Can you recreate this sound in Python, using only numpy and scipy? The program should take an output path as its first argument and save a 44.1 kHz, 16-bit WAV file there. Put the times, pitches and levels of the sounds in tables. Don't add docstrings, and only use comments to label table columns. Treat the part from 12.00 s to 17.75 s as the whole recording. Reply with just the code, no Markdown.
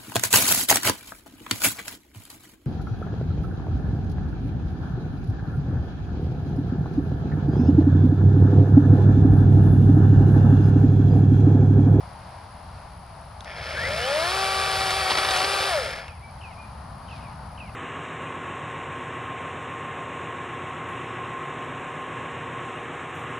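import sys
import numpy as np
from scipy import signal
from scipy.fft import rfft, irfft, next_fast_len
from scipy.io import wavfile
from scipy.ndimage import uniform_filter1d, map_coordinates

SR = 44100
rng = np.random.default_rng(int(sys.argv[2]) if len(sys.argv) > 2 else 0)


def persist_wave(psi):
    counts = np.round(np.clip(psi, -1, 1) * 32767).astype(np.int16)
    wavfile.write(sys.argv[1], SR, np.atleast_2d(counts).T)


N = 253575

# (frequency [Hz], correlation [-1 to 1])
AIR_ALIKE = [(150, .99), (900, 0.68), (2400, 0.8), (6000, 0.42)]
TOP_HZ = 15000
PULL_S, RELEASE_S, COAST_S = 1.449, 3.68, 0.42
FULL_HZ = 385.6


def amp(db):
    return 10 ** (np.asarray(db) / 20)


def unit(x):
    return x / np.sqrt(np.mean(x ** 2) + 1e-20)


def seconds():
    return np.arange(N) / SR


def along(points, hz):
    f, v = np.transpose(points)
    return np.interp(np.log(hz + 1), np.log(f + 1), v)


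def wobble(rate):
    knots = rng.standard_normal(int(N * rate / SR) + 4)
    return map_coordinates(knots, [np.arange(N) * rate / SR])


def bumps(rows):
    return sum(height * np.exp(-((seconds() - s) / length) ** 2) for s, length, height in rows)


def filtered(x, response):
    m = next_fast_len(N + SR // 2)
    return irfft(rfft(x, m) * response(np.fft.rfftfreq(m, 1 / SR)), m)[..., :N]


def colour(spectrum):
    return lambda hz: amp(along(spectrum, hz))


def rush(gain, alike):
    def mid_side(hz):
        turn = np.arccos(np.clip(along(alike, hz), -1, 1)) / 2
        return gain(hz) * [np.cos(turn), np.sin(turn)]

    mid, side = filtered(rng.standard_normal((2, N)), mid_side)
    return unit(np.array([mid + side, mid - side]))


def placed(x, balance):
    return filtered(x, lambda hz: amp(np.outer([.5, -.5], along(balance, hz))))


def add(track, start_s, sound):
    part = track[max(round(start_s * SR), 0):][:len(sound)]
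    part += sound[:len(part)]


def ringing(modes, hz):
    return np.sqrt(sum(amp(db) ** 2 / (1 + (2 * (hz - centre) / width) ** 2) ** 2
                       for centre, width, db in modes))


def katydid(sharp=0.72):
    # (centre [Hz], width [Hz], level [dB])
    buzz_bands = [(10125, 680, -62), (9500, 1200, -68.5), (13900, 600, -79)]
    strokes = 68.7 * seconds() + .04 * wobble(5)
    pulse = np.exp(-sharp * (strokes % 1))
    out = np.zeros((2, N))
    for centre, width, db in buzz_bands:
        scrape = pulse * rng.standard_normal((2, N))
        band = filtered(scrape, lambda hz: 1 / (1 + (2 * (hz - centre) / width) ** 2) ** 1.78)
        out += amp(db) * unit(band)
    return out


def traffic(rumble_db=-44, wash_db=-45):
    # (frequency [Hz], relative level per Hz [dB])
    rumble_colour = [(20, -25), (35, -16), (50, -2.5), (66, 5), (90, 1), (182, -7.5), (260, -21.5),
                     (400, -32), (880, -86)]
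    wash_colour = [(180, -4.5), (330, -14), (480, -11), (656, 0.5), (897, 2), (1730, -12.5), (2540, -17),
                   (3600, -21.5), (4740, -17), (6040, -28), (7700, -35), (9000, -28.5), (11700, -77)]
    car_colour = [(80, -9), (140, 4), (220, 1), (340, -17.5), (700, -7), (1100, -2.5), (1800, -18.5),
                  (4000, -59)]
    # (time [s], half length to 1/e [s], rise [dB])
    low_swells = [(1.9, 0.16, 7), (2.7, 0.39, 3.8), (5.3, 0.96, 2)]
    # (frequency [Hz], balance [dB])
    air_side = [(180, 0.5), (550, 3.5), (1640, 5.5), (4950, -5), (10000, -4)]
    pass_s, pass_length_s, pass_db = 5.25, 0.78, -44.5
    rumble_level = amp(rumble_db + bumps(low_swells) + 1.13 * wobble(24))
    rumble = rumble_level * rush(colour(rumble_colour), AIR_ALIKE)
    wash = amp(wash_db + .7 * wobble(6)) * rush(colour(wash_colour), AIR_ALIKE)
    passing = bumps([(pass_s, pass_length_s, 1)])
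    car = amp(pass_db) * passing * rush(colour(car_colour), AIR_ALIKE)
    return placed(rumble + wash + car, air_side)


def clicks(t60=0.012, click_db=-8, dull_hz=8000):
    # (time [s], relative level [dB], ring [Hz])
    snaps = [(1.407, -27.5, 3630), (1.446, -31, 3680), (2.907, -14, 3920), (3.309, -11, 3370),
             (3.364, -15, 3900), (3.373, -14, 4670), (3.593, -22, 4690), (4.081, -27.5, 2330)]
    out, t = np.zeros(N), np.arange(SR // 10) / SR
    for s, db, hz in snaps:
        noise = rng.standard_normal(len(t))
        ring = unit(signal.lfilter(*signal.iirpeak(hz, 6, SR), noise))
        crack = signal.lfilter(*signal.butter(2, min(2.5 * hz, TOP_HZ), fs=SR), noise)
        snap = ring * amp(-60 * t / t60) + 1.3 * crack * amp(-60 * t / 0.014)
        add(out, s, amp(db + click_db) * snap)
    return filtered(out, lambda hz: 1 / (1 + (hz / dull_hz) ** 4))


def drive(spin_up_s=0.893, rise_power=1.052, fall_power=1.175, crawl_hz=10):
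    # (time [s], half length to 1/e [s], drag on the speed [Hz])
    nips = [(2.778, .061, 2.1), (2.909, .031, 12.6), (3.073, .064, 11.1), (3.167, .069, 10.9),
            (3.367, .079, 22), (3.609, .04, 8.8)]
    governor_gain, governor_lag_s = 1.44, 0.62
    deep_hz, shake_s = 6.4, 0.13
    t, drag = seconds(), bumps(nips)
    keep = np.exp(-1 / (governor_lag_s * SR))
    lagged_drag = signal.lfilter([1 - keep], [1, -keep], drag)
    governed = FULL_HZ - drag + governor_gain * lagged_drag
    rising = np.clip((t - PULL_S) / spin_up_s, 0, 1) ** rise_power
    falling = np.clip(1 - (t - RELEASE_S) / COAST_S, 0, 1) ** fall_power
    speed = np.maximum(governed * rising * falling, crawl_hz)
    bite = np.tanh(np.abs(uniform_filter1d(drag, int(shake_s * SR))) / deep_hz)
    return speed, bite


def loudness(law, speed, bite, slacken_s=0.24):
    full_db, power, bite_db, coast_db = law
    coasting = np.clip((seconds() - RELEASE_S) / slacken_s, 0, 1)
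    return full_db + power * 20 * np.log10(speed / FULL_HZ) + bite_db * bite + coast_db * coasting


def bar(hz):
    # (centre [Hz], width [Hz], level [dB])
    bar_modes = [(592, 223, 2), (1390, 110, 1.5), (1735, 260, 2), (2215, 530, -0.5), (3270, 570, -8.5),
                 (5090, 560, -10)]
    return ringing(bar_modes, hz)


def chain(cutters, speed, bite, chatter_db=1.7, clink_db=2.0):
    # (frequency [Hz], relative level per Hz [dB])
    rattle_colour = [(120, -65), (200, -25.5), (330, -48), (430, -10.5), (560, -2), (720, -6), (860, -3.5),
                     (1010, -8.5), (1270, 0), (2070, -12), (2370, -5.5), (2820, -7.5), (4680, -8),
                     (5300, -9), (6500, -22.5), (9100, -51)]
    hiss_colour = [(3400, -38), (5800, -14), (6530, -5.5), (7250, -0.5), (7810, -3), (9760, 4),
                   (11000, -7.5), (14000, -16), (15000, -35)]
    # (frequency [Hz], correlation [values over 1 count as 1])
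    saw_alike = [(500, 1), (1600, 17.5), (4500, 1.35), (9000, 0.1), (14000, 2)]
    # (level at full speed [dB], power of speed, added by a deep bite [dB], added while coasting [dB])
    rattle_law = (-28, 0.91, -0.5, -2.8)
    hiss_law = (-39.5, 1.3, 1.5, -0.3)
    slap_db, slap_hz, slap_fall_db = -33.5, 228, 8
    ring_db = slap_db - slap_fall_db * (speed / slap_hz - 1) ** 2
    surge = 1 + .24 * (1 - bite) * np.cos(2 * np.pi * cutters / 3)
    slow = 1 - speed / speed.max()
    jolt_db = (chatter_db * bite + clink_db * slow) * (wobble(330) + wobble(55)) / 2
    rattle = amp(loudness(rattle_law, speed, bite) + jolt_db) * rush(colour(rattle_colour), saw_alike)
    hiss = amp(loudness(hiss_law, speed, bite) + jolt_db) * rush(colour(hiss_colour), saw_alike)
    tap_rate = 800 + 5 * speed
    taps = (rng.random(N) < tap_rate / SR) * rng.uniform(-0.64, 1, N) / np.sqrt(tap_rate)
    slap = amp(ring_db) * unit(filtered(taps, bar))
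    return surge * (rattle + hiss) + slap


def hum(cutters, speed, bite, flutter=0.0084, rough=0.1, ring=3.55, cut_hz=365):
    # (multiple of the sprocket's rate, relative level [dB])
    turning_partials = [(3, -7.5), (6, -3), (9, -2.4), (10, -17), (12, -15), (15, -15.5), (18, -17.5),
                        (20, -16.5), (27, -12), (30, -15)]
    # (level at full speed [dB], power of speed, added by a deep bite [dB], added while coasting [dB])
    hum_law = (-34.0, 1.98, -0.6, -4)
    hum_db = loudness(hum_law, speed, bite)
    turns, turn_hz = cutters / 3, speed / 3
    phase = turns + flutter * (0.35 + bite) * wobble(60)
    out = np.zeros(N)
    for multiple, db in turning_partials:
        k = round(multiple)
        hz = k * turn_hz
        bass_cut = np.sqrt(1 + (cut_hz / hz) ** 10)
        radiated = (1 + ring * bar(hz) ** 2) / bass_cut
        swell = amp(db + 1.66 * wobble(12)) * (1 + rough * (.5 + bite) * wobble(110))
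        out += swell * radiated * np.sin(2 * np.pi * k * phase)
    return np.sqrt(2) * amp(hum_db) * out


def motor(cutters, speed, bite, order=12, peak_gain=3.0, whine_from_hz=49):
    # (centre [Hz], width [Hz], level [dB])
    whine_peaks = [(1730, 200, 10), (2020, 280, 5.5), (3050, 280, -1.5), (4050, 620, -12)]
    # (level at full speed [dB], power of speed, added by a deep bite [dB], added while coasting [dB])
    whine_law = (-41.5, 0.5, 4, -32)
    sings = 1 / np.sqrt(1 + (whine_from_hz / speed) ** 10)
    reinforced = 1 + peak_gain * ringing(whine_peaks, order * speed)
    level = amp(loudness(whine_law, speed, bite) + 2.3 * wobble(90)) * sings * reinforced
    return level * np.sin(2 * np.pi * order * cutters + 0.66 * wobble(180))


def twigs(bite, twigs_db=-38, snap_hz=3600, knock_hz=900, knock=0.85, life=0.0032):
    hits = (rng.random(N) < 260 * bite / SR) * amp(2 * rng.standard_normal(N))
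    fading = signal.lfilter([1], [1, -np.exp(-1 / (life * SR))], hits)
    bursts = fading * rng.standard_normal(N)
    snap = unit(signal.lfilter(*signal.iirpeak(snap_hz, 0.68, SR), bursts))
    woody = unit(signal.lfilter(*signal.iirpeak(knock_hz, 1, SR), bursts))
    wood = filtered(snap + knock * woody, lambda hz: 1 / (1 + (hz / 5500) ** 10))
    return amp(twigs_db) * unit(wood)


def saw(catch_s=0.0083, settle_s=0.14):
    # (frequency [Hz], balance [dB])
    saw_side = [(250, 2.5), (600, 2.5), (1220, 5.5), (2010, 2), (3310, -.5), (5470, -3.5), (9040, 4.5),
                (13000, -1)]
    # (frequency [Hz], phase by which the left side leads [radians])
    saw_lead = [(400, -0.18), (2400, -0.91), (5000, 1), (9300, 1)]
    speed, bite = drive()
    cutters = np.cumsum(speed) / SR
    rest_s = RELEASE_S + COAST_S
    fade_times = [PULL_S, PULL_S + catch_s, rest_s - settle_s, rest_s + settle_s / 2]
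    moving = np.interp(seconds(), fade_times, [0, 1, 1, 0])
    body = chain(cutters, speed, bite) + hum(cutters, speed, bite)
    body = body + motor(cutters, speed, bite) + twigs(bite)
    pair = placed(moving * body + clicks(), saw_side)
    return filtered(pair, lambda hz: np.exp(1j * np.outer([.5, -.5], along(saw_lead, hz))))


def bird(side_db=-1.0):
    # (time into the note [s], pitch before the call's ratio [Hz], relative level [dB])
    slur = [(0, 3200, -37), (.008, 3052, -8), (.02, 2342, -12), (.026, 3070, -13), (.036, 2650, -4),
            (.052, 2480, -7), (.085, 2360, -17.5), (.125, 2030, -17)]
    whistle = [(0, 2064, -13), (.025, 2420, -3), (.045, 2438, 4), (.07, 2420, -7), (0.094, 2425, 0)]
    # (time [s], note [0 slur, 1 whistle], level added to the note's [dB], pitch ratio)
    calls = [(4.054, 0, -40.5, 0.99), (4.205, 1, -48.5, 0.95), (4.405, 0, -36, 1), (4.558, 1, -46.5, 1),
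             (5.079, 0, -38.5, 1.02), (5.215, 0, -42, .94), (5.57, 0, -35, 1)]
    out = np.zeros(N)
    for s, note, db, ratio in calls:
        times, hz, shape_db = np.transpose([slur, whistle][round(note)])
        t = np.arange(int(times[-1] * SR)) / SR
        phase = np.cumsum(ratio * np.interp(t, times, hz)) / SR
        add(out, s, amp(db + np.interp(t, times, shape_db)) * np.sin(2 * np.pi * phase))
    return out * amp(wobble(170) + [[side_db], [-side_db]])


def leaves(loudest_s=5.165, rustle_db=-53, rise_db_per_s=130, fall_db_per_s=260):
    t = seconds() - loudest_s
    level_db = rustle_db + np.minimum(rise_db_per_s * t, -fall_db_per_s * t)
    crackle = amp(2.5 * wobble(300))
    dry_colour = colour([(1500, -34), (3000, 7), (5000, 8), (8000, -20), (15000, -51)])
    return amp(level_db) * crackle * rush(dry_colour, AIR_ALIKE)


def garden(x, wall_db, trees_db, delay=.074):
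    # (frequency [Hz], time to fall 60 dB [s])
    tail_t60 = [(300, 0.25), (2500, 0.31), (10000, 0.093)]
    hz, t, z = signal.stft(rng.standard_normal((2, SR // 2)), SR, nperseg=256)
    decay = amp(-60 * t / along(tail_t60, hz)[:, None])
    tail = signal.istft(z * decay, SR, nperseg=256)[1]
    answer = amp(trees_db) * tail / np.linalg.norm(tail[0])
    smear = rng.standard_normal(SR // 20) * np.linspace(1, 0, SR // 20) ** 2
    for channel in answer:
        add(channel, delay, amp(wall_db) * smear / np.linalg.norm(smear))
    return x + signal.fftconvolve(x, answer, axes=1)[:, :N]


def scene():
    echoing_saw = garden(saw(), wall_db=-14.5, trees_db=-23.5)
    echoing_bird = garden(bird(), wall_db=-11.5, trees_db=-9.5)
    return katydid() + traffic() + echoing_saw + echoing_bird + leaves()


def record(dry):
    return filtered(dry, lambda hz: hz < TOP_HZ)


dry = scene()
out = record(dry)
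persist_wave(out)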